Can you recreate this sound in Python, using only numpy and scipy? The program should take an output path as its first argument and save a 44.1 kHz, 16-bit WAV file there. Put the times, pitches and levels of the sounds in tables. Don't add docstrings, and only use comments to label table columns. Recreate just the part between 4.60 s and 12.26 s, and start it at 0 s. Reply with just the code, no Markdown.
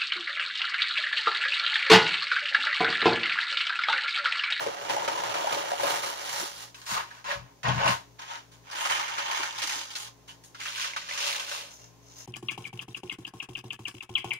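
import sys
import numpy as np
from scipy import signal
from scipy.fft import rfft, irfft, next_fast_len
from scipy.io import wavfile
from scipy.ndimage import uniform_filter1d, map_coordinates

SR = 44100
rng = np.random.default_rng(int(sys.argv[2]) if len(sys.argv) > 2 else 0)


def unload_wav(signal):
    wavfile.write(
        sys.argv[1],
        SR,
        np.round(np.clip(np.atleast_2d(signal).T, -1, 1) * 32767).astype(np.int16),
    )


N = 337806

TISSUE_EDGES = [400, 850, 3300, 7400, 15000]
# t/s, level/dB, f/Hz, t60 of the split/s
RIB_SNAPS = [(0.065, -35.5, 1080, .06), (0.291, -32.5, 850, 0.082), (0.478, -27, 830, 0.043),
             (0.636, -41, 910, 0.11), (0.741, -31.5, 1190, 0.098), (0.923, -35.5, 1190, 0.061),
             (1.234, -32, 1100, 0.14), (1.419, -45, 2500, .08), (2.145, -43, 2660, 0.05),
             (2.216, -43, 4220, 0.043), (2.264, -39, 4800, .06), (2.507, -47, 1690, 0.036),
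             (2.643, -40, 1290, 0.094), (3.032, -35, 1940, 0.04), (3.084, -35, 910, 0.072),
             (3.278, -26, 2680, 0.12), (4.113, -38.5, 4700, 0.055), (4.152, -37, 1020, 0.03),
             (4.252, -26, 1140, 0.041), (4.297, -27.5, 2050, 0.098), (4.395, -27.5, 1200, 0.049),
             (4.48, -33, 2100, .06), (4.582, -29, 1260, 0.059), (4.711, -31, 1050, 0.04),
             (4.745, -49, 1550, 0.058), (4.831, -30, 1820, 0.057), (4.98, -43, 1690, .05),
             (5.019, -28.5, 3240, .08), (5.073, -30, 4500, .04), (5.094, -29.5, 2800, 0.04),
             (5.121, -35, 1800, 0.051), (5.304, -39.5, 3000, 0.061), (5.353, -33, 4130, .1),
             (5.838, -50, 5370, 0.038), (5.947, -42, 1370, 0.053), (5.998, -42, 1440, 0.061),
             (6.055, -34.5, 1980, 0.11), (6.244, -29.5, 1860, 0.04), (6.364, -32.5, 1300, 0.068),
             (6.488, -36.5, 1850, 0.049), (6.576, -32, 2080, 0.038), (6.603, -35, 2260, .02),
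             (6.747, -33, 1850, .03), (6.796, -35, 2200, 0.024)]
# t/s, level/dB, f/Hz
STALK_POPS = [(0.064, -29, 520), (0.071, -28.5, 450), (0.296, -28, 900), (0.366, -25, 820),
              (0.381, -31, 640), (0.421, -31.5, 930), (0.479, -28, 568), (0.518, -28, 820),
              (0.552, -31.5, 980), (0.576, -28.5, 970), (0.637, -32, 890), (0.754, -31, 680),
              (0.844, -27.5, 640), (0.871, -25, 810), (0.972, -32, 545), (1.039, -33, 630),
              (1.118, -24.5, 690), (1.134, -30, 740), (1.198, -27.5, 870), (1.233, -26, 560),
              (1.249, -29, 690), (1.34, -30, 810), (2.366, -33, 1030), (2.397, -34, 1150),
              (2.714, -28.5, 1730), (3.083, -26, 810), (3.089, -27, 3050), (3.245, -25, 980),
              (3.258, -26, 940), (3.278, -24.5, 2650), (3.295, -26, 1030), (4.258, -28, 1070),
              (4.311, -24.5, 990), (4.585, -29.5, 1330), (4.699, -32, 990), (4.803, -31, 1030),
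              (5.027, -30.5, 3100), (6.014, -34.5, 1980), (6.083, -32, 3010), (6.335, -34, 2020),
              (6.363, -27.5, 1480), (6.511, -27.5, 1980), (6.641, -27.5, 3050), (6.797, -31, 3050)]
# f/Hz, level/dB
CRACK_COLOUR = [(60, -44), (200, -34), (600, 9.5), (1500, 14), (3000, 4), (6700, 3.5), (7700, -10.5),
                (10000, -1.5), (15500, -40)]


def ripping_hands():
    # t/s, level/dB
    first_pull = [(0.0, -36.5), (0.08, -43), (0.17, -45), (0.28, -41), (0.3, -33.5), (0.37, -39),
                  (0.9, -37), (0.92, -33.5), (1.06, -41), (1.13, -37.5), (1.15, -43.5), (1.222, -34),
                  (1.238, -34.5), (1.3, -32), (1.36, -34), (1.41, -40), (1.44, -35), (1.51, -39),
                  (1.55, -43.5), (1.8, -34.5), (1.93, -48), (2.03, -45), (2.13, -66.5)]
    second_pull = [(4.03, -69), (4.068, -54), (4.15, -38.5), (4.24, -33), (4.285, -34.5), (4.315, -29.5),
                   (4.47, -38.5), (4.552, -39), (4.598, -34.5), (4.625, -38), (4.7, -34.5), (4.81, -32),
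                   (4.936, -45), (4.992, -35.5), (5.01, -41), (5.022, -33), (5.055, -37), (5.13, -35.5),
                   (5.208, -40), (5.272, -49), (5.346, -47.5), (5.358, -42.5), (5.472, -48), (5.58, -91)]
    third_pull = [(5.96, -58), (5.988, -51), (6.002, -40.5), (6.086, -38), (6.116, -42.5), (6.222, -32.5),
                  (6.356, -47), (6.364, -39.5), (6.454, -46.5), (6.506, -38), (6.67, -29.5), (6.862, -42),
                  (6.91, -35), (6.99, -39.5), (7.13, -56.5)]
    first_mix = [(-3, -0.5, -4, -14), (-19, -5.5, 1, -3)]
    second_mix = [(-16, -1, -5, -15), (-20, -4, 0.5, -7)]
    third_mix = [(-30, -1.5, -1.1, -21.5), (-12, -5, -1.6, -7.5)]
    # f/Hz, level/dB
    head_colour = [(50, -43), (140, -10), (230, -26), (290, -11.5), (380, -10), (550, -7.5), (800, -1.5),
                   (1250, -2.5), (2300, -5.5), (6700, -1), (7700, -8.5), (9500, -8), (15000, -19.5)]
    quarter_colour = [(70, -39), (200, -39), (330, -13.5), (470, -17.5), (620, -10.5), (900, -2),
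                      (1200, -2.5), (2500, -5), (6700, -3), (7700, -17), (9500, -20), (15000, -34)]
    heart_colour = [(150, -46), (450, -21), (620, -17.5), (800, -14), (1000, -8.5), (1600, -3), (2800, 1.5),
                    (4200, 0.5), (6700, 0), (7700, -8.5), (9500, -11.5), (15000, -27)]
    first = crunch(tear(first_pull, first_mix, leaves_at_s=1.68, blend_s=0.58), head_colour,
                   cells_per_s=1000, size_db=2, run_db=1.5, runs_per_s=130, level_db=2.5)
    second = crunch(tear(second_pull, second_mix, leaves_at_s=4.97, blend_s=0.18), quarter_colour,
                    cells_per_s=1200, size_db=1.5, run_db=3, runs_per_s=140, level_db=2.5)
    third = crunch(tear(third_pull, third_mix, leaves_at_s=6.42, blend_s=0.47), heart_colour,
                   cells_per_s=1200, size_db=0, run_db=2, runs_per_s=160, level_db=1.5)
    parting = hollow_pops([*fibres(second_pull), *fibres(third_pull)], tick_share=0.1)
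    return placed(first + second, left_db=-1.4) + third + parting + prising_thumbs(quarter_colour)


def tear(pull, mix, leaves_at_s, blend_s):
    # middle t/s, half length/s, extra fizz/dB
    juicy_spots = [(0.008, 0.054, 3.5), (1.274, 0.25, 2.5), (4.24, 0.1, 6), (5.412, 0.068, 7),
                   (6.042, 0.23, 10)]
    surge_db, surge_s, fizz_per_db = 3, 0.0094, 0.13
    times, strength = np.transpose(pull)
    t = np.linspace(times[0], times[-1], 1000)
    db = np.interp(t, times, strength)
    snap_times = np.append(-np.inf, np.array(RIB_SNAPS)[:, 0])
    since_snap = t - snap_times[np.searchsorted(snap_times, t) - 1]
    surge = surge_db * np.exp(-since_snap / surge_s)
    leafy = .5 + .5 * np.tanh((t - leaves_at_s) / blend_s)
    levels = (db + surge)[:, None] + np.outer(1 - leafy, mix[0]) + np.outer(leafy, mix[1])
    juice = sum(extra * np.exp(-((t - s) / half) ** 2) for s, half, extra in juicy_spots)
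    levels[:, -1] += fizz_per_db * (db - db.mean()) + juice
    return np.column_stack([t, levels])


def crunch(effort, colour, cells_per_s, size_db, run_db, runs_per_s, level_db, ring_db=9, fold_count=4):
    times, *levels = np.transpose(effort)
    t = np.arange(max(int(times[0] * SR), 0), min(int(times[-1] * SR), N)) / SR
    at = np.flatnonzero(rng.random(len(t)) < cells_per_s / SR)
    fold = rng.integers(fold_count, size=len(at))
    knots = rng.standard_normal((fold_count, int(len(t) * runs_per_s / SR) + 4))
    runs = map_coordinates(knots, [fold, at * runs_per_s / SR])
    bursts = amp(size_db * rng.standard_normal(len(at)) + run_db * runs) * rng.choice([-1, 1], len(at))
    folds = np.zeros((fold_count, len(t)))
    for tissue, db in enumerate(levels):
        train = np.bincount(at, bursts * amp(rng.standard_normal(len(at))), len(t))
        train /= np.sqrt(np.abs(uniform_filter1d(train ** 2, size=1500)) + 1e-9)
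        train *= amp(np.interp(t, times, db) + level_db) * straining(t)
        low, high = TISSUE_EDGES[tissue:tissue + 2]
        for k, place in enumerate(rng.permutation(fold_count)):
            pitch = low * (high / low) ** ((place + .5) / fold_count)
            ring = lambda hz: ring_db * np.exp(-(np.log((hz + 1) / pitch) / 0.27) ** 2)
            click = ping(lambda hz: amp(along(colour, hz) + ring(hz)) * tissue_share(hz, tissue))
            fold_train = np.bincount(at, train[at] * (fold == k), len(t))
            folds[k] += signal.oaconvolve(fold_train, click)[:len(t)]
    out = np.zeros((2, N))
    for sound in folds:
        add(out, t[0], kitchen(sound))
    return out


def tissue_share(hz, tissue):
    low, high = [1, *TISSUE_EDGES[1:-1], SR][tissue:tissue + 2]
    return 1 / np.sqrt((1 + (low / (hz + 1)) ** 8) * (1 + (hz / high) ** 8))


def straining(t, dip_db=-4.5, dip_s=0.012):
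    breaks = np.sort([row[0] for row in RIB_SNAPS + STALK_POPS])
    wait = np.append(breaks, np.inf)[np.searchsorted(breaks, t)] - t
    return amp(dip_db * np.exp(-(wait / dip_s) ** 2))


def rib_snaps(ring_share=0.88, ring_cycles=1.4, split_share=2.2, opening_s=0.00087, cells_per_s=1100):
    out, t = np.zeros((2, N)), np.arange(SR // 10) / SR
    for s, db, hz, t60 in RIB_SNAPS:
        click = ping(lambda f: amp(along(CRACK_COLOUR, f)) / np.hypot(1, f / (6 * hz)) * low_cut(f, hz))
        split = rng.choice([-1, 1], len(t)) * (rng.random(len(t)) < cells_per_s / SR)
        split = split * amp(-60 * t / t60) * (1 - np.exp(-t / opening_s))
        split *= split_share / np.sqrt(cells_per_s / 100)
        split[0] = 1
        ring = np.cos(2 * np.pi * hz * t) * np.exp(-hz * t / ring_cycles)
        body = ring_share * ring / np.linalg.norm(ring)
        add(body, 0, click)
        snap = kitchen(signal.fftconvolve(split, body), near_db=2, near_t60=0.055, room_db=0.5)
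        add(out, s, amp(db) * peaked(snap))
    return out


def hollow_pops(rows, tick_share, attack_s=0.00027, sag=0.11, sag_s=0.0028):
    out, t = np.zeros((2, N)), np.arange(SR // 20) / SR
    tick = ping(lambda f: amp(along(CRACK_COLOUR, f)))
    for s, db, hz in rows:
        phase = 2 * np.pi * np.cumsum(hz * (1 + sag * np.exp(-t / sag_s))) / SR
        decay_s = 0.0034 * np.sqrt(800 / hz)
        ring = np.sin(phase) * (1 - np.exp(-t / attack_s)) * np.exp(-t / decay_s)
        ring = signal.sosfilt(signal.butter(2, hz / 2, 'high', fs=SR, output='sos'), ring)
        body = ring / np.linalg.norm(ring)
        add(body, 0, tick_share * tick)
        pop = kitchen(body, near_db=-8, near_t60=0.086, room_db=-9, lag_s=0.00043)
        add(out, s, amp(db) * peaked(pop))
    return out


def fibres(pull, per_s=34, level_db=-2.5, middle_hz=1850):
    times, strength = np.transpose(pull)
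    span = times[-1] - times[0]
    when, size, pitch = rng.random((int(span * per_s), 3)).T
    s = times[0] + span * when
    db = np.interp(s, times, strength) + level_db + 10 * (size - .5)
    return np.column_stack([s, db, middle_hz * 2 ** (2 * pitch - 1)])


def knife():
    # t/s, rise/s, hold/s, level/dB, brightness/dB per tissue step
    pushes = [(2.146, 0.0075, 0.088, -56.5, 8.5), (2.255, 0.051, 0.032, -36.5, 8.5),
              (2.33, 0.017, 0.039, -34.5, 2.5), (2.46, 0.016, 0.11, -53.5, 4),
              (2.652, 0.052, 0.013, -32.5, 1.5), (2.78, 0.018, 0.098, -63.5, -6),
              (3.036, 0.019, 0.042, -29.5, -3.5), (3.11, 0.027, 0.13, -38.5, 1),
              (3.17, 0.1, 0.0087, -25, -5), (3.245, 0.022, 0.049, -34.5, 6)]
    mix = (-11.5, -1, -7.5, -19)
    # f/Hz, level/dB
    stem_colour = [(250, -9.5), (430, -11), (560, -8.5), (700, 1), (1000, 2.5), (1300, 0), (1800, 1),
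                   (2800, -4), (4500, -2), (6700, -5.5), (7700, -19.5), (15000, -32.5)]
    return crunch(pressing(pushes, mix), stem_colour,
                  cells_per_s=3200, size_db=2.5, run_db=0.5, runs_per_s=190, level_db=2.5)


def prising_thumbs(colour):
    # t/s, rise/s, hold/s, level/dB, brightness/dB per tissue step
    prises = [(3.584, 0.0082, 0.04, -48, 0.5), (3.66, 0.032, 0.062, -44.5, -0.5),
              (3.912, 0.0079, 0.013, -61, 5), (5.674, 0.008, 0.0099, -54, 5.5),
              (5.83, 0.0059, 0.013, -69, 13)]
    mix = (-16.5, 1, -3, -13)
    return crunch(pressing(prises, mix), colour,
                  cells_per_s=1400, size_db=3.5, run_db=2.5, runs_per_s=120, level_db=3)


def pressing(strokes, mix, swell_db=11.5, release_db_per_s=241):
    t = np.arange(strokes[0][0], strokes[-1][0] + .4, .002)
    power = np.full((len(t), len(mix)), 1e-12)
    for s, rise, hold, db, brightness in strokes:
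        force = db - swell_db * np.maximum(1 - (t - s) / rise, 0)
        force -= release_db_per_s * np.maximum(t - s - rise - hold, 0)
        colour = np.array(mix) + brightness * (np.arange(len(mix)) - 1)
        power += np.outer(amp(force) * (t >= s), amp(colour)) ** 2
    return np.column_stack([t, 10 * np.log10(power)])


def board_thuds(low_cut_hz=60):
    # t/s, level/dB, contact/s
    thuds = [(2.315, -44, 0.007), (2.743, -21, 0.021), (2.801, -32.5, 0.014), (3.039, -29.5, 0.0067),
             (3.08, -26.5, 0.0026), (3.112, -35, 0.0032), (3.154, -29.5, 0.0026), (3.251, -36, 0.0022),
             (3.291, -35, 0.004)]
    # f/Hz, level/dB, t60/s
    modes = [(56.8, -7, 0.29), (92.5, -6, 0.27), (126, 8, 0.18), (183, -1, 0.23), (217, -8, 0.16),
             (296, -11.5, 0.16)]
    out, t = np.zeros(N), np.arange(SR // 2) / SR
    for s, db, contact in thuds:
        ring = np.zeros(len(t))
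        for hz, level, t60 in modes:
            tone = np.sin(2 * np.pi * hz * (1 + 0.013 * rng.standard_normal()) * t)
            ring += amp(level - 60 * t / t60) / (1 + (hz * contact) ** 2) * tone
        add(out, s, amp(db) * ring * (1 - np.exp(-t / contact)) ** 2)
    return signal.sosfilt(signal.butter(2, low_cut_hz, 'high', fs=SR, output='sos'), out)


def blade_knocks(attack_s=0.0017):
    # t/s, level/dB
    knocks = [(2.686, -42), (2.724, -38), (3.268, -43)]
    # f/Hz, level/dB, t60/s
    modes = [(579, 2, 0.13), (1030, -7, 0.06), (1390, -4, .06), (1870, -11, .05)]
    out, t = np.zeros((2, N)), np.arange(SR // 4) / SR
    for s, db in knocks:
        ring = sum(amp(level + rng.normal(0, 1.7) - 60 * t / t60) * np.sin(2 * np.pi * hz * t)
                   for hz, level, t60 in modes)
        ring *= 1 - np.exp(-t / attack_s)
        add(out, s, amp(db) * peaked(kitchen(ring, near_db=-12, room_db=-6.5, lag_s=0.0003)))
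    return out


def leaf_squeaks(slips_per_s=1600, sag_per_s=1.2):
    # t/s, level/dB, f/Hz, length/s, half width as a share of f
    squeaks = [(2.297, -37, 1300, 0.11, .25), (2.364, -34.5, 1230, 0.054, .25),
               (2.508, -42, 1750, 0.009, .15), (2.575, -48, 1700, 0.012, .15),
               (2.648, -40, 1200, .035, .25), (2.702, -33, 1700, 0.03, .15), (5.682, -46, 3150, 0.034, .09)]
    out, t = np.zeros((2, N)), np.arange(SR // 5) / SR
    for s, db, hz, length, width in squeaks:
        slips = np.exp(2j * np.pi * rng.random(len(t))) * (rng.random(len(t)) < slips_per_s / SR)
        flutter = signal.fftconvolve(slips, t * np.exp(-2 * np.pi * width * hz * t))[:len(t)]
        tone = np.exp(2j * np.pi * np.cumsum(hz * (1 - sag_per_s * t)) / SR)
        creak = unit(np.real(flutter * tone))
        shape = (1 - np.exp(-t / 0.0015)) * np.exp(-(t / length) ** 2)
        add(out, s, kitchen(amp(db) * shape * creak, near_db=-2.5))
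    return out


def head_bumps(width=0.42, attack_s=0.002, t60=0.12):
    # t/s, level/dB, f/Hz
    bumps = [(0.063, -33.5, 400), (0.3, -44.5, 327), (0.952, -44, 326), (1.228, -38.5, 312),
             (1.801, -42, 280), (1.828, -39.5, 400), (2.318, -41, 170), (3.085, -32.5, 230),
             (3.285, -33, 180), (4.793, -45, 334), (5.04, -47, 366), (5.161, -47, 350)]
    out, t = np.zeros((2, N)), np.arange(SR // 5) / SR
    shape = (1 - np.exp(-t / attack_s)) * amp(-60 * t / t60)
    for s, db, hz in bumps:
        hollow = ping(lambda f: low_cut(f, hz) / (1 + ((f / hz - 1) / width) ** 2) ** 2, size=4096)
        boom = unit(signal.fftconvolve(rng.standard_normal(2 * len(t)), hollow)[len(t):2 * len(t)])
        add(out, s, kitchen(amp(db) * boom * shape, near_db=-7.5, room_db=-12.5, lag_s=0.00018))
    return out


def laying_leaves():
    # t/s, rise/s, hold/s, level/dB, brightness/dB per tissue step
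    pats = [(7.1, 0.01, 0.038, -66.5, 1), (7.17, 0.024, 0.057, -67.5, -1.5),
            (7.42, 0.07, 0.091, -70.5, -0.5), (7.555, 0.018, 0.043, -63.5, 1)]
    mix = (-6.5, -2, 8.5, 7)
    # f/Hz, level/dB
    tip_colour = [(150, -19), (900, -13), (1400, -7), (2700, -6.5), (4600, -5), (5600, 6.5), (6700, 5),
                  (7700, -18.5), (15000, -28)]
    return crunch(pressing(pats, mix), tip_colour,
                  cells_per_s=1300, size_db=4, run_db=-3, runs_per_s=61, level_db=7)


def worktop(x, half_width=0.018):
    # f/Hz, level/dB
    peaks = [(526, 3.5), (566, 11), (607, 2), (713, 4.5), (771, 1), (844, 6), (929, 7.5), (1055, 6),
             (1255, 4.5), (1529, 4), (2069, -1), (2762, 3.5), (3031, 3)]
    gain = lambda hz: amp(sum(db / (1 + ((hz / centre - 1) / half_width) ** 2) for centre, db in peaks))
    return signal.fftconvolve(x, ping(gain, size=8192)[None], axes=1)[:, :N]


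def kitchen(x, near_db=-1, near_t60=0.079, room_db=-4, lag_s=0.00049):
    # f/Hz, t60/s
    decay = [(150, 0.19), (1000, 0.087), (5000, 0.16), (14000, 0.15)]
    t = np.arange(SR // 3) / SR
    hz, _, spectra = signal.stft(rng.standard_normal((2, len(t))), SR, nperseg=256)
    frames = np.linspace(0, t[-1], spectra.shape[-1])
    spectra *= amp(-60 * frames / along(decay, hz)[:, None])
    tail = signal.istft(spectra, SR, nperseg=256)[1][:, :len(t)] * (1 - np.exp(-t / 0.0032))
    near = rng.standard_normal((2, len(t))) * (rng.random((2, len(t))) < 5000 / SR)
    near *= amp(-60 * t / near_t60) * (t > .0006)
    answer = sum(amp(db) * part / np.linalg.norm(part, axis=1, keepdims=True)
                 for db, part in [(near_db, near), (room_db, tail)])
    answer[0, round(lag_s * rng.uniform(.82, 1.18) * SR)] += 1
    answer[1, 0] += 1
    return signal.fftconvolve(x[None], answer / np.linalg.norm(answer[0]), axes=1)


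def appliance(hum_gain, air_db=-63):
    # f/Hz, level/dB
    lines = [(59.2, -69.5), (118.4, -62), (169, -73), (280, -69), (420, -72.5), (1050, -75)]
    # f/Hz, level/dB
    air_colour = [(25, -6), (50, -23), (80, -7), (160, 0), (280, -1), (500, 0), (1000, -2.5), (1300, -10),
                  (4500, -13), (6500, -9), (7700, -20.5), (15000, -22.5)]
    t = np.arange(N) / SR
    hum = sum(amp(db + 2.5 * wobble(13)) * np.sqrt(2) * np.sin(2 * np.pi * hz * t + 0.53 * wobble(3))
              for hz, db in lines)
    mid, side = unit(filtered(rng.standard_normal((2, N)), lambda hz: amp(along(air_colour, hz))))
    side = filtered(side, lambda hz: hz / (hz + 200))
    return hum * hum_gain + amp(air_db) * np.array([mid + side, mid - side])


def suppressor(x, depth_db=-8, threshold_db=-43):
    power = np.abs(uniform_filter1d(np.mean(x ** 2, axis=0), size=8000))
    return amp(depth_db * power / (power + amp(threshold_db) ** 2))


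def amp(db):
    return 10 ** (np.asarray(db) / 20)


def unit(x):
    return x / np.sqrt(np.mean(x ** 2) + 1e-20)


def peaked(x):
    return x / np.sqrt(uniform_filter1d(np.mean(x ** 2, axis=0), size=180).max())


def placed(x, left_db):
    return x * amp([[left_db / 2], [-left_db / 2]])


def along(points, hz):
    f, v = np.transpose(points)
    return np.interp(np.log(hz + 1), np.log(f + 1), v)


def low_cut(f, pitch):
    return f ** 2 / (f ** 2 + (.5 * pitch) ** 2)


def wobble(rate):
    return map_coordinates(rng.standard_normal(int(N * rate / SR) + 4), [np.arange(N) * rate / SR])


def filtered(x, response):
    size = next_fast_len(N + SR // 2)
    return irfft(rfft(x, size) * response(np.fft.rfftfreq(size, 1 / SR)), size)[..., :N]


def ping(gain, size=1024):
    cepstrum = irfft(np.log(np.maximum(gain(np.fft.rfftfreq(size, 1 / SR)), 1e-6)))
    cepstrum[1:size // 2] *= 2
    cepstrum[size // 2 + 1:] = 0
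    click = irfft(np.exp(rfft(cepstrum)))
    return click / np.linalg.norm(click)


def add(track, s, sound):
    start = max(round(s * SR), 0)
    track[..., start:start + sound.shape[-1]] += sound[..., :N - start]


def scene():
    # f/Hz, left minus right/dB
    balance = [(55, 3.5), (180, 10), (260, 0), (350, -13), (550, 7), (780, -4), (950, 8.5), (1200, -0.5),
               (1450, 1), (1800, -4.5), (3100, -3), (4200, 1.5), (10000, 2), (15000, -9)]
    crackle = ripping_hands() + placed(knife(), left_db=1) + placed(laying_leaves(), left_db=0.5)
    breaks = rib_snaps() + hollow_pops(STALK_POPS, tick_share=0.4)
    cabbage = worktop(crackle + breaks + blade_knocks() + leaf_squeaks() + head_bumps())
    mix = cabbage + board_thuds() + appliance(suppressor(cabbage))
    return filtered(mix, lambda hz: amp(np.outer([.5, -.5], along(balance, hz))))


def record(dry):
    return filtered(dry, lambda hz: hz < 15750)


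dry = scene()
out = record(dry)
unload_wav(out)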